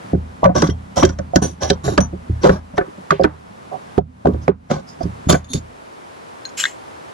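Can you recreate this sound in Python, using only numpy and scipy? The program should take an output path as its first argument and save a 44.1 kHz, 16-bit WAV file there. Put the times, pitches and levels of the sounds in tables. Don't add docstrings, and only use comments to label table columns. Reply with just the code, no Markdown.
import sys
import numpy as np
from scipy import signal
from scipy.fft import rfft, irfft, next_fast_len
from scipy.io import wavfile
from scipy.ndimage import uniform_filter1d

SR = 44100
rng = np.random.default_rng(int(sys.argv[2]) if len(sys.argv) > 2 else 0)


def gain_from_db(level_db):
    decades = np.asarray(level_db, float) / 20
    return 10 ** decades


def inscribe(sig):
    pcm = np.round(np.clip(np.atleast_2d(sig).T, -1, 1) * 32767)
    wavfile.write(sys.argv[1], SR, pcm.astype(np.int16))


N = 314433

# [f/Hz, level/dB, t60/s]
SWAY_MODES = [(52.4, -15.5, 0.77), (80.07, 1.5, 0.44), (114.8, -1.5, 0.38)]
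# [f/Hz, level/dB, t60/s]
BOOM_MODES = [(151, -1, 0.18), (183.3, 3.5, 0.15), (207.6, -7, 0.2), (246.4, 2, 0.07), (303.3, -2, .1)]
# [f/Hz, level/dB, t60/s]
BOARD_MODES = [(351.6, -2, 0.042), (395.1, -2.5, 0.079), (497, -20.5, 0.14), (543.5, -2.5, 0.076),
               (600, -6, 0.083), (668.5, -5, 0.058), (726, -2.5, 0.071), (822, -2, 0.026), (976, -4, 0.068),
               (1143, 2, 0.054)]
# [f/Hz, level/dB, t60/s]
EDGE_MODES = [(1300, -6, .03), (1520, -1, .055), (1700, -4, .03), (2040, -14, .04), (2300, -18, .025)]
# [f/Hz, level/dB, t60/s]
PILE_MODES = [(2020, -10, 0.07), (3080, -10, 0.025), (3220, -8.5, 0.1), (3730, -16.5, 0.062),
              (5350, -4, 0.049), (5680, -1, 0.08), (5860, 1, 0.091), (6820, -13, 0.05),
              (7780, -16.5, 0.026), (9600, -17.5, 0.06), (10500, -17, 0.051), (12400, -32, .05),
              (13200, -27.5, 0.054)]
# [f/Hz, level/dB, t60/s]
FREE_MODES = [(3300, -14, .03), (5600, -6, .03), (5900, -2, 0.056), (6020, 0.5, .13), (6450, -5, .04),
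              (7600, -14, .04), (9000, -12, .04), (9400, -4, .07)]
# [f/Hz, level/dB, t60/s]
SOCKET_MODES = [(3400, -12, .02), (4800, 0, .015), (5200, 0, .02), (5950, -7, .015), (6500, -12, .015)]
# [f/Hz, level/dB, t60/s]
CHOSEN_MODES = [(3305, -15, .04), (3580, -4, .07), (4410, -7, .045), (5690, -16, .03), (6686, -3, .12),
                (7600, -14, .03), (9600, -15, .05), (10240, -12, .06), (11460, -18, .04), (12500, -24, .04),
                (14000, -29, .03)]
# [f/Hz, density/dB per Hz]
GRIT_SPECTRUM = [(880, -33.5), (1500, -11.5), (3340, 0), (6750, -5), (8700, -19), (10700, -38),
                 (13900, -50), (15500, -133)]


def evened(x):
    return x / np.sqrt(np.mean(x ** 2) + 1e-20)


def peaked(x):
    return x / (abs(x).max() + 1e-20)


def read(points, f_hz):
    f, value = np.transpose(points)
    return np.interp(np.log(f_hz + 1), np.log(f + 1), value)


def add(mix, start_s, sound):
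    part = mix[max(round(start_s * SR), 0):][:len(sound)]
    part += sound[:len(part)]


def coloured(x, response):
    size = next_fast_len(len(x))
    return irfft(rfft(x, size) * response(np.fft.rfftfreq(size, 1 / SR)), size)[:len(x)]


def ring(modes, spread_db, near_hz=None, count=1, blur=.006, focus_db=10.0):
    hz, db, t60 = np.repeat(modes, count, 0).astype(np.float32).T[:, :, None]
    t = np.arange(int(SR * t60.max()), dtype=np.float32) / SR
    luck = rng.standard_normal((len(hz), 3, 1), dtype=np.float32)
    if near_hz:
        db = db - focus_db * abs(np.log2(hz / near_hz))
    detuned_hz = hz * (1 + blur * luck[:, 1])
    swing = np.sin(2 * np.pi * detuned_hz * t) * np.sign(luck[:, 2])
    strength = gain_from_db(db + spread_db * luck[:, 0])
    return (strength * np.exp(-6.908 * t / t60) * swing).sum(0)


def chatter(t60_s, size):
    t = np.arange(size) / SR
    force = rng.standard_normal(size) * rng.exponential(1, size) ** 1.35
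    decay = gain_from_db(-60 * t / np.clip(t60_s, .002, .2))
    return force * decay * np.minimum(t / (0.039 * t60_s), 1)


def scrape(size, modes, grit_db, blur=0.012):
    run_in = 3000
    slips = rng.standard_normal(size + run_in) * rng.exponential(1, size + run_in) ** 0.9
    body = ring(modes, 1.8, count=3, blur=blur)
    tone = evened(signal.fftconvolve(slips, body)[run_in:size + run_in])
    grit = evened(coloured(slips, lambda f: gain_from_db(read(GRIT_SPECTRUM, f)))[run_in:])
    return evened(tone + gain_from_db(grit_db) * grit)


def hiss():
    # [f/Hz, density/dB per Hz]
    mid_spectrum = [(24, -48.5), (40, -25), (85, -10), (168, -10), (400, -9), (955, -12), (11000, -36),
                    (14300, -66)]
    # [f/Hz, density/dB per Hz]
    side_spectrum = [(24, -58), (40, -33), (228, -7), (420, -3.5), (955, -2.5), (4200, -30), (11000, -35),
                     (14300, -62)]
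    # [f/Hz, density/dB per Hz]
    top_spectrum = [(13500, -54), (15500, -85)]
    a, b = rng.standard_normal((2, N))
    mid = evened(coloured(a, lambda f: gain_from_db(read(mid_spectrum[:-1] + top_spectrum, f))))
    side = evened(coloured(b, lambda f: gain_from_db(read(side_spectrum[:-1] + top_spectrum, f))))
    mid, side = gain_from_db(-42.5) * mid, gain_from_db(-37) * side
    return np.array([mid + side, mid - side])


def leaning():
    # [t/s, level/dB]
    pressure_points = [
        (0.0, -41.5),
        (1.98, -40),
        (2.74, -47.5),
        (5.75, -44.5),
    ]
    s, db = np.transpose(pressure_points)
    t = np.arange(N) / SR
    lift_off = np.clip((5.85 - t) / 0.3, 0, 1)
    return gain_from_db(np.interp(t, s, db)) * lift_off * scrape(N, SWAY_MODES + BOOM_MODES, -59)


def sway(s, db):
    push = signal.windows.hann(300)
    return s - .004, gain_from_db(db) * peaked(signal.fftconvolve(push, ring(SWAY_MODES, 2.0, blur=0.0086)))


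def add_sways(bench):
    # [t/s, peak/dB]
    blows = [(0.131, -11), (0.444, -14.5), (0.561, -17), (0.627, -24), (0.689, -10.5), (0.976, -20),
             (1.036, -11), (1.186, -20.5), (1.353, -18), (1.429, -20.5), (1.627, -19), (1.704, -19),
             (1.874, -14.5), (1.977, -12), (2.13, -26), (2.295, -10), (2.499, -15.5), (3.104, -29),
             (3.203, -27), (3.243, -25), (3.979, -21), (4.259, -17.5), (4.336, -14.5), (4.478, -26),
             (4.709, -31.5), (5.035, -16.5), (5.267, -13.5), (5.31, -23), (5.545, -20.5)]
    for row in blows:
        add(bench, *sway(*row))


def knock(s, db, boom_db, edge_db, hz, t60_s, free, focus_db):
    force = chatter(t60_s, size=2000)
    dwell_s = np.clip((.0004 - .000042 * edge_db) * np.sqrt(380 / hz), .0003, .003)
    contact = np.sin(np.pi * np.minimum(np.arange(140) / SR / dwell_s, 1)) ** 2
    padded, pushes = np.convolve(force, contact), np.convolve(abs(force), contact)

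    boom = peaked(signal.fftconvolve(padded, ring(BOOM_MODES, 1.4, blur=0.015)))

    held_boards = np.multiply(BOARD_MODES, (1, 1, free))
    board_ring = ring(held_boards, 1.35, hz, count=2, blur=0.025, focus_db=focus_db)
    boards = peaked(signal.fftconvolve(padded + 0.48 * pushes, board_ring))

    held_edge = np.multiply(EDGE_MODES, (1, 1, free ** 2.5))
    edge = peaked(signal.fftconvolve(force, ring(held_edge, 1.6, count=3, blur=0.025)))

    t = np.arange(8000) / SR
    noise = rng.standard_normal(len(t))
    buzz = peaked(coloured(noise, lambda f: (f / 300) ** 2 / (1 + (f * dwell_s / 0.68) ** 5.35)))
    buzz_gain = gain_from_db(-15.5 - 60 * t / (0.28 * free ** 1.5)) * np.minimum(t / 0.0015, 1)

    sound = gain_from_db(boom_db) * boom
    add(sound, 0, boards)
    add(sound, 0, gain_from_db(edge_db) * edge)
    add(sound, 0, buzz_gain * buzz)
    return s - .0007, gain_from_db(db) * sound


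def add_knocks(bench):
    # [t/s, peak/dB, boom/dB rel, edge/dB rel, loudest board f/Hz]
    raps = [(0.133, -8.5, 3, -37, 400), (0.147, -11, -7.5, -29, 330), (0.421, -29, -22, -31, 720),
            (0.431, -4, -24, -33, 740), (0.688, -12.5, 1.5, -19, 386), (0.968, -14, -6, -16, 540),
            (0.996, -14.5, -5, -14, 540), (1.026, -8, 2, -8, 900), (1.033, -2, -3.5, -12.5, 350),
            (1.049, -16.5, 3, -2, 400), (1.188, -20.5, 4, -6.5, 540), (1.422, -14, -3, -41.5, 350),
            (1.702, -6, 0.5, -7, 420), (1.978, -1, -3.5, -9, 520), (2.295, -18.5, 1.5, -57, 350),
            (2.458, -4.5, -3, -12, 400), (3.117, -8.5, -19.5, -8, 400), (5.269, -23.5, 11.5, -30, 350),
            (5.33, -8.5, 2, -7.5, 370), (5.541, -18, 6, -27, 360)]
    tumbles = [(0.624, -9.5, 0.5, -11, 352), (1.092, -25.5, 7.5, -2, 350), (1.357, -3.5, -1, -10.5, 377),
               (1.878, -10, -9, -13, 384), (2.005, -23.5, 10.5, -27, 385), (2.126, -20.5, -2, -38, 360),
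               (2.435, -7, -15, -25, 393), (2.778, -6.5, -13, -6, 397), (2.808, -14, -14, -8, 400),
               (3.219, -12, -6.5, -21, 385), (3.241, -3, -7, -7, 420), (4.282, -12.5, -3.5, -28, 385),
               (4.342, -24.5, -2.5, -20, 400), (5.049, -26.5, 13.5, -25, 388)]
    mid_taps = [(0.441, -6, -11, -10.5, 800), (0.452, -2.5, -2, -14.5, 550), (0.49, -14, 4, -21, 750),
                (0.552, -11, -8, -14.5, 557), (1.334, -14, -16, -26, 740), (1.918, -21, -3, -20, 400),
                (2.493, -2.5, -3, -9, 503), (2.736, -31, 6.5, -17, 560), (2.772, -27, -10.5, -6.5, 910),
                (3.106, -5, -10, -2, 1000), (3.193, -4.5, -10, -33.5, 544), (4.701, -19, -6, -9.5, 400),
                (5.004, -17.5, -8, -24, 546), (5.305, -11, -18, -2, 635), (5.34, -13.5, -2, -3.5, 595)]
    thuds = [(3.979, -4, -12, -16, 390), (3.986, -11, -8, -30, 726), (4.249, -13, -8, -34, 480),
             (4.2565, -3, -11, -22, 750), (4.27, -4, -6, -14, 420), (4.48, -2, -8, -9, 600),
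             (4.487, -6, -5, -25, 390), (4.713, -5, -3, -9, 600), (1.978, -5, -10.5, -9, 1090),
             (2.445, -12, -10, -8, 600), (0.623, -6, -8, -6, 600), (2.98, -32, 4, -30, 350),
             (2.88, -33, 2, -30, 380)]
    # [chatter t60/s, share of free ring time left by the hand, focus/dB per octave]
    rap_kind = (.015, 1.01, 24)
    tumble_kind = (.047, .99, 18)
    mid_tap_kind = (.035, .98, 20)
    thud_kind = (.008, .6, 26)
    for kind, rows in ((rap_kind, raps), (tumble_kind, tumbles),
                       (mid_tap_kind, mid_taps), (thud_kind, thuds)):
        for row in rows:
            add(bench, *knock(*row, *kind))


def clink(tool, s, db, hz, ring_db):
    steel = ring(tool, 0.67, hz, count=3, blur=0.008)
    sound = gain_from_db(db + ring_db) * peaked(signal.fftconvolve(chatter(0.013, size=1000), steel))
    start_s, snap = crack(s, db, hz)
    add(sound, 0, snap)
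    return start_s, sound


def add_clinks(bench):
    # [t/s, crack/dB, crack f/Hz, ring/dB rel]
    pile_clinks = [(0.441, -16, 2470, -16), (0.6198, -13, 5400, -9), (0.6745, -24, 4950, -10),
                   (0.6986, -33, 3380, 7), (1.0312, -9, 2700, -7.5), (1.05, -11, 7000, -8),
                   (1.091, -24, 5500, -8), (1.187, -28, 5900, -18), (1.3584, -4.5, 6200, -19),
                   (1.632, -14, 5900, -12), (1.701, -2.5, 3800, -19), (1.731, -30.5, 4900, -10.5),
                   (1.977, -7, 2480, -20)]
    free_clinks = [
        (1.4243, -26.5, 6200, -2),
        (2.005, -20.5, 5940, 1.6),
    ]
    socket_clinks = [
        (3.2126, -44, 4900, 10),
        (5.032, -37, 5100, 7.8),
    ]
    chosen_clinks = [
        (5.2919, -26, 3580, -43),
        (5.3243, -9, 5130, -21),
        (5.444, -45.5, 4450, 7.5),
        (5.534, -14.5, 5600, 0.5),
    ]
    ticks = [(0.5523, -31, 5800, 0), (0.5583, -28, 3010, -3), (0.5623, -24, 5710, 0),
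             (0.5822, -20, 5820, 0), (0.598, -27, 3250, -3), (0.9608, -27, 5680, 0), (0.9708, -23, 5670, 0),
             (0.9783, -19, 5830, 0), (0.995, -22, 3200, -3), (1.6178, -28, 5750, 0), (1.6253, -23, 5650, 0),
             (4.335, -44, 3800, -20)]
    for tool, rows in ((PILE_MODES, pile_clinks), (FREE_MODES, free_clinks), (SOCKET_MODES, socket_clinks),
                       (CHOSEN_MODES, chosen_clinks), (PILE_MODES, ticks)):
        for row in rows:
            add(bench, *clink(tool, *row))


def slide(tool, kind, start_s, length_s, *start_db):
    grit_db, attack_s, release_s, *fades = kind
    t = np.arange(0, length_s, 1 / SR)
    db, boom_db, steel_db = (d - f * np.maximum(t - attack_s, 0) for d, f in zip(start_db, fades))

    def board_band(f):
        return 1 / np.sqrt((1 + (f / 750) ** 4) * (1 + (330 / (f + 1)) ** 6))

    boards = gain_from_db(db + 2.5) * coloured(scrape(len(t), BOARD_MODES, -23.5, 0.035), board_band)
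    boom = gain_from_db(boom_db) * scrape(len(t), BOOM_MODES, -57, 0.046)
    edge = gain_from_db(np.minimum(steel_db + 6.0, db - 10.5)) * scrape(len(t), EDGE_MODES, -14.5, 0.018)
    steel = gain_from_db(steel_db) * scrape(len(t), tool, grit_db)
    pressure = gain_from_db(27 * uniform_filter1d(rng.standard_normal(len(t)), size=250))
    envelope = np.clip(np.minimum(t / attack_s, (length_s - t) / release_s), 0, 1) ** 1.26
    return start_s, (boards + boom + edge + steel) * envelope * pressure


def add_slides(bench):
    # [f/Hz, level/dB, t60/s]
    spread_modes = [(3700, -5.5, .015), (5550, 2, .02), (6600, -1.5, .015), (7400, -7.5, .015),
                    (9250, -15, .02), (10600, -12, .04), (13000, -30, .03)]
    # [start t/s, length/s, boards/dB, boom/dB, steel/dB]
    drags = [
        (0.543, 0.082, -19, -19.5, -30),
        (0.957, .077, -19.5, -21, -25.5),
        (1.605, .096, -22.5, -33, -30.5),
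    ]
    settlings = [
        (0.63, .11, -21.5, -20, -37),
        (1.05, 0.12, -32, -31.5, -43),
    ]
    rolls = [
        (1.417, .16, -20, -17, -26),
        (2.001, 0.095, -28, -22, -43.5),
    ]
    shoves = [
        (2.43, 0.17, -11.5, -17, -32),
        (3.708, 0.091, -28, -42, -72),
        (4.25, 0.19, -25, -19.5, -76),
        (4.695, 0.144, -20.5, -23, -35.5),
    ]
    nudges = [
        (4.405, .065, -49, -35, -50),
        (4.865, 0.1, -56, -62, -43),
        (4.99, 0.11, -41.5, -30.5, -47),
    ]
    picks = [
        (5.283, 0.16, -11.5, -12, -16),
        (5.532, 0.09, -41, -19, -31),
    ]
    pulls = [
        (1.833, 0.16, -27, -23.5, -32),
        (2.5, 0.12, -30, -30.5, -47),
    ]
    skids = [
        (1.342, .018, -42, -42, -36),
        (1.679, .023, -35.5, -33, -30),
        (2.41, .027, -33, -29, -37),
        (2.755, 0.024, -45, -43, -41),
        (4.685, .02, -42, -42, -50),
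    ]
    lifts = [
        (5.479, .056, -55, -34.5, -36.5),
    ]
    # [grit/dB, attack/s, release/s, board fade/dB per s, boom fade/dB per s, steel fade/dB per s]
    drag_kind = (-5.5, .02, .008, 171, 61, 105)
    settle_kind = (-1.4, .0061, .036, 251, 121, 161)
    roll_kind = (-5, .0075, .051, 345, 225, 230)
    shove_kind = (11, .017, .036, 245, 152, 225)
    nudge_kind = (-13, .03, .03, 152, 102, 280)
    pick_kind = (-1.4, .019, .036, 385, 325, 405)
    pull_kind = (-1, .021, .051, 125, 42, 125)
    skid_kind = (-2.4, .023, .003, 31, 32, 33)
    lift_kind = (-17, .044, .004, 34, 35, 36)
    for tool, kind, rows in ((PILE_MODES, drag_kind, drags), (PILE_MODES, settle_kind, settlings),
                             (FREE_MODES, roll_kind, rolls), (PILE_MODES, shove_kind, shoves),
                             (SOCKET_MODES, nudge_kind, nudges), (CHOSEN_MODES, pick_kind, picks),
                             (spread_modes, pull_kind, pulls), (PILE_MODES, skid_kind, skids),
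                             (CHOSEN_MODES, lift_kind, lifts)):
        for row in rows:
            add(bench, *slide(tool, kind, *row))


def crack(s, db, hz):
    t = np.arange(6000) / SR

    def snap_band(f):
        return gain_from_db(read(GRIT_SPECTRUM, f)) * (0.49 + 1 / (1 + ((f - hz) / 900) ** 2))

    air = coloured(rng.standard_normal(len(t)), snap_band)
    decay = gain_from_db(-60 * t / 0.02) + gain_from_db(-31 - 60 * t / 0.13)
    return s - .0012, gain_from_db(db) * peaked(air * decay * np.minimum(t / 0.0025, 1) ** 2)


def add_cracks(bench):
    # [t/s, crack/dB, crack f/Hz]
    snaps = [(2.4328, -22, 5240), (2.4417, -18, 2730), (2.4948, -27.5, 2500), (2.7794, -20, 3300),
             (3.1069, -17, 2540), (3.2355, -16, 4200), (3.9803, -31, 2550), (4.2565, -38, 3820),
             (4.2705, -31, 2690), (4.4807, -33, 2560), (4.7134, -24, 2580)]
    for row in snaps:
        add(bench, *crack(*row))


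def add_part_clinks(part):
    # [f/Hz, level/dB, t60/s]
    tapped_modes = [(1576, 15, 0.11), (4160, 5, 0.07), (5170, -2, 0.022), (5600, 3, 0.04), (6650, 3, 0.07)]
    # [t/s, crack/dB, crack f/Hz, ring/dB rel]
    taps = [
        (6.4529, -26.5, 5060, 7),
        (6.4907, -46, 6750, 8.7),
    ]
    for row in taps:
        add(part, *clink(tapped_modes, *row))


def fitting():
    # [f/Hz, level/dB, t60/s]
    part_modes = [(1640, -12, .03), (2640, -14, .02), (3080, -6, .02), (3340, -5, .022), (4200, -10, .015),
                  (5490, -5, .02), (5900, -7, .02), (6930, 0, .024), (7250, -2, .035), (8270, -10.5, .025),
                  (9940, -15, .06), (11600, -22, .05), (12400, -27, .06), (12900, -31, .06)]
    # [t/s, level/dB]
    scrape_points = [
        (6.566, -43.5),
        (6.578, -25),
        (6.605, -19),
        (6.639, -28.5),
        (6.68, -37),
        (6.72, -47),
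        (6.76, -60),
    ]
    s, db = np.transpose(scrape_points)
    t = np.arange(s[0], s[-1], 1 / SR)
    fade = signal.windows.tukey(len(t), .1)
    return s[0], gain_from_db(np.interp(t, s, db)) * scrape(len(t), part_modes, -6, 0.014) * fade


def seating(tool, s, db):
    return s, gain_from_db(db) * peaked(np.convolve(np.hanning(9), ring(tool, .3, blur=.004)))


def add_seatings(part):
    # [f/Hz, level/dB, t60/s]
    struck_modes = [(1620, 0, .03), (1740, -7, .035), (3550, 3, .015), (3970, -4, .016), (5850, -3, .012),
                    (6950, -12, .008)]
    # [f/Hz, level/dB, t60/s]
    seated_modes = [(1620, -3, .03), (1850, 0, .024), (2060, -2, .026), (1720, -19, .11), (1930, -19, .15),
                    (2150, -19, .13), (3305, -13, .035), (3610, 0, .014), (3960, -4, .02), (6610, -20, .05)]
    # [t/s, peak/dB]
    contacts = [
        (6.632, -26),
        (6.6393, -1.5),
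        (6.654, -2.5),
        (6.665, -20),
    ]
    for tool, row in zip((struck_modes, struck_modes, seated_modes, seated_modes), contacts):
        add(part, *seating(tool, *row))


def pair(mid):
    # [f/Hz, ratio/dB]
    width = [(60, -20), (130, -15), (290, -10), (620, 4), (1300, 3), (2400, -7), (4400, -1), (15000, -1)]
    # [f/Hz, ratio/dB]
    tilt = [(60, 0.5), (180, 0), (550, -4.0), (1650, 2.5), (4970, -0.5), (15000, -1)]
    # [f/Hz, phase/rad]
    lead = [(0, 0), (340, -0.2), (1000, 2.8), (3100, -0.3), (4650, 0.1), (6720, 9.3), (7410, 15.3),
            (10500, 4.5), (15200, -5.3)]
    # [f/Hz, share]
    loose = [(100, .3), (500, .7), (2000, .7), (5000, .92)]
    taps = rng.standard_normal((3, 600)) * gain_from_db(-60 * np.arange(600) / SR / 0.033)
    spot = np.repeat(rng.standard_normal((3, N // 3000 + 1)), 3000, 1)[:, :N]
    spot = uniform_filter1d(spot, 1500, 1)
    spot = spot / np.linalg.norm(spot, axis=0)
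    scattered = signal.oaconvolve(spot * mid, taps / np.linalg.norm(taps[0]), axes=1).sum(0)[:N]

    def turned(f):
        ratio = gain_from_db(read(tilt, f)) * np.exp(1j * read(lead, f))
        turn = np.exp(1j * np.angle((ratio - 1) / (ratio + 1)))
        return gain_from_db(read(width, f)) * turn * np.sqrt(1 - read(loose, f) ** 2)

    side = coloured(mid, turned)
    side = side + coloured(scattered, lambda f: gain_from_db(read(width, f)) * read(loose, f))
    return np.array([mid + side, mid - side])


def ducking(tools):
    # [t/s, extra cut/dB]
    overloads = [
        (3.98, 32),
        (4.26, 13.5),
        (4.485, 32.5),
    ]
    hop = 64
    power_db = 10 * np.log10(abs(uniform_filter1d((tools ** 2).mean(0), 300)) + 1e-12)[::hop]
    over_db = 1.02 * np.maximum(power_db + 16.5, 0)
    t, held_db = np.arange(len(over_db)) * hop / SR, 0
    for share, recovery_s in ((1.0, 0.34), (0.17, 0.5)):
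        log_peak = np.maximum.accumulate(np.log(over_db + 1e-3) + t / recovery_s)
        held_db = held_db + share * np.exp(log_peak - t / recovery_s)
    for s, db in overloads:
        held_db = np.maximum(held_db, (t > s) * db * np.exp(-abs(t - s) / 0.22))
    return gain_from_db(-np.interp(np.arange(N) / SR, t, held_db))


def scene():
    # [t/s, left over right/dB]
    hand = [(0, -1.2), (1.0, -0.2), (1.3, -1), (2.3, -0.5), (3.0, 0), (3.2, -2.5), (3.75, -6.5),
            (4.0, -4.5), (4.25, -1), (4.5, -3.5), (4.7, -0.3), (5.0, -4), (5.3, -0.8), (7.1, 1.5)]
    bench, part = leaning(), np.zeros(N)
    for add_source in (add_sways, add_knocks, add_clinks, add_slides, add_cracks):
        add_source(bench)
    add_part_clinks(part)
    add(part, *fitting())
    add_seatings(part)
    part = coloured(part, lambda f: 1 / (1 + (1100 / (f + 1)) ** 6))
    t = np.arange(N) / SR
    place_db = np.interp(t, *np.transpose(hand))
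    tools = pair(bench + part) * gain_from_db([place_db / 2, -place_db / 2])
    tools = tools - .4 * (tools - part) * (np.arange(N) > 6.2 * SR)
    return tools + ducking(bench[None]) * hiss()


def roll_off(x):
    return signal.sosfilt(signal.butter(12, 15640, fs=SR, output="sos"), x)


def record(dry):
    cut = signal.sosfilt(signal.butter(3, 44, "high", fs=SR, output="sos"), dry)
    return roll_off(np.clip(cut, -1, 1))


dry = scene()
out = record(dry)
inscribe(out)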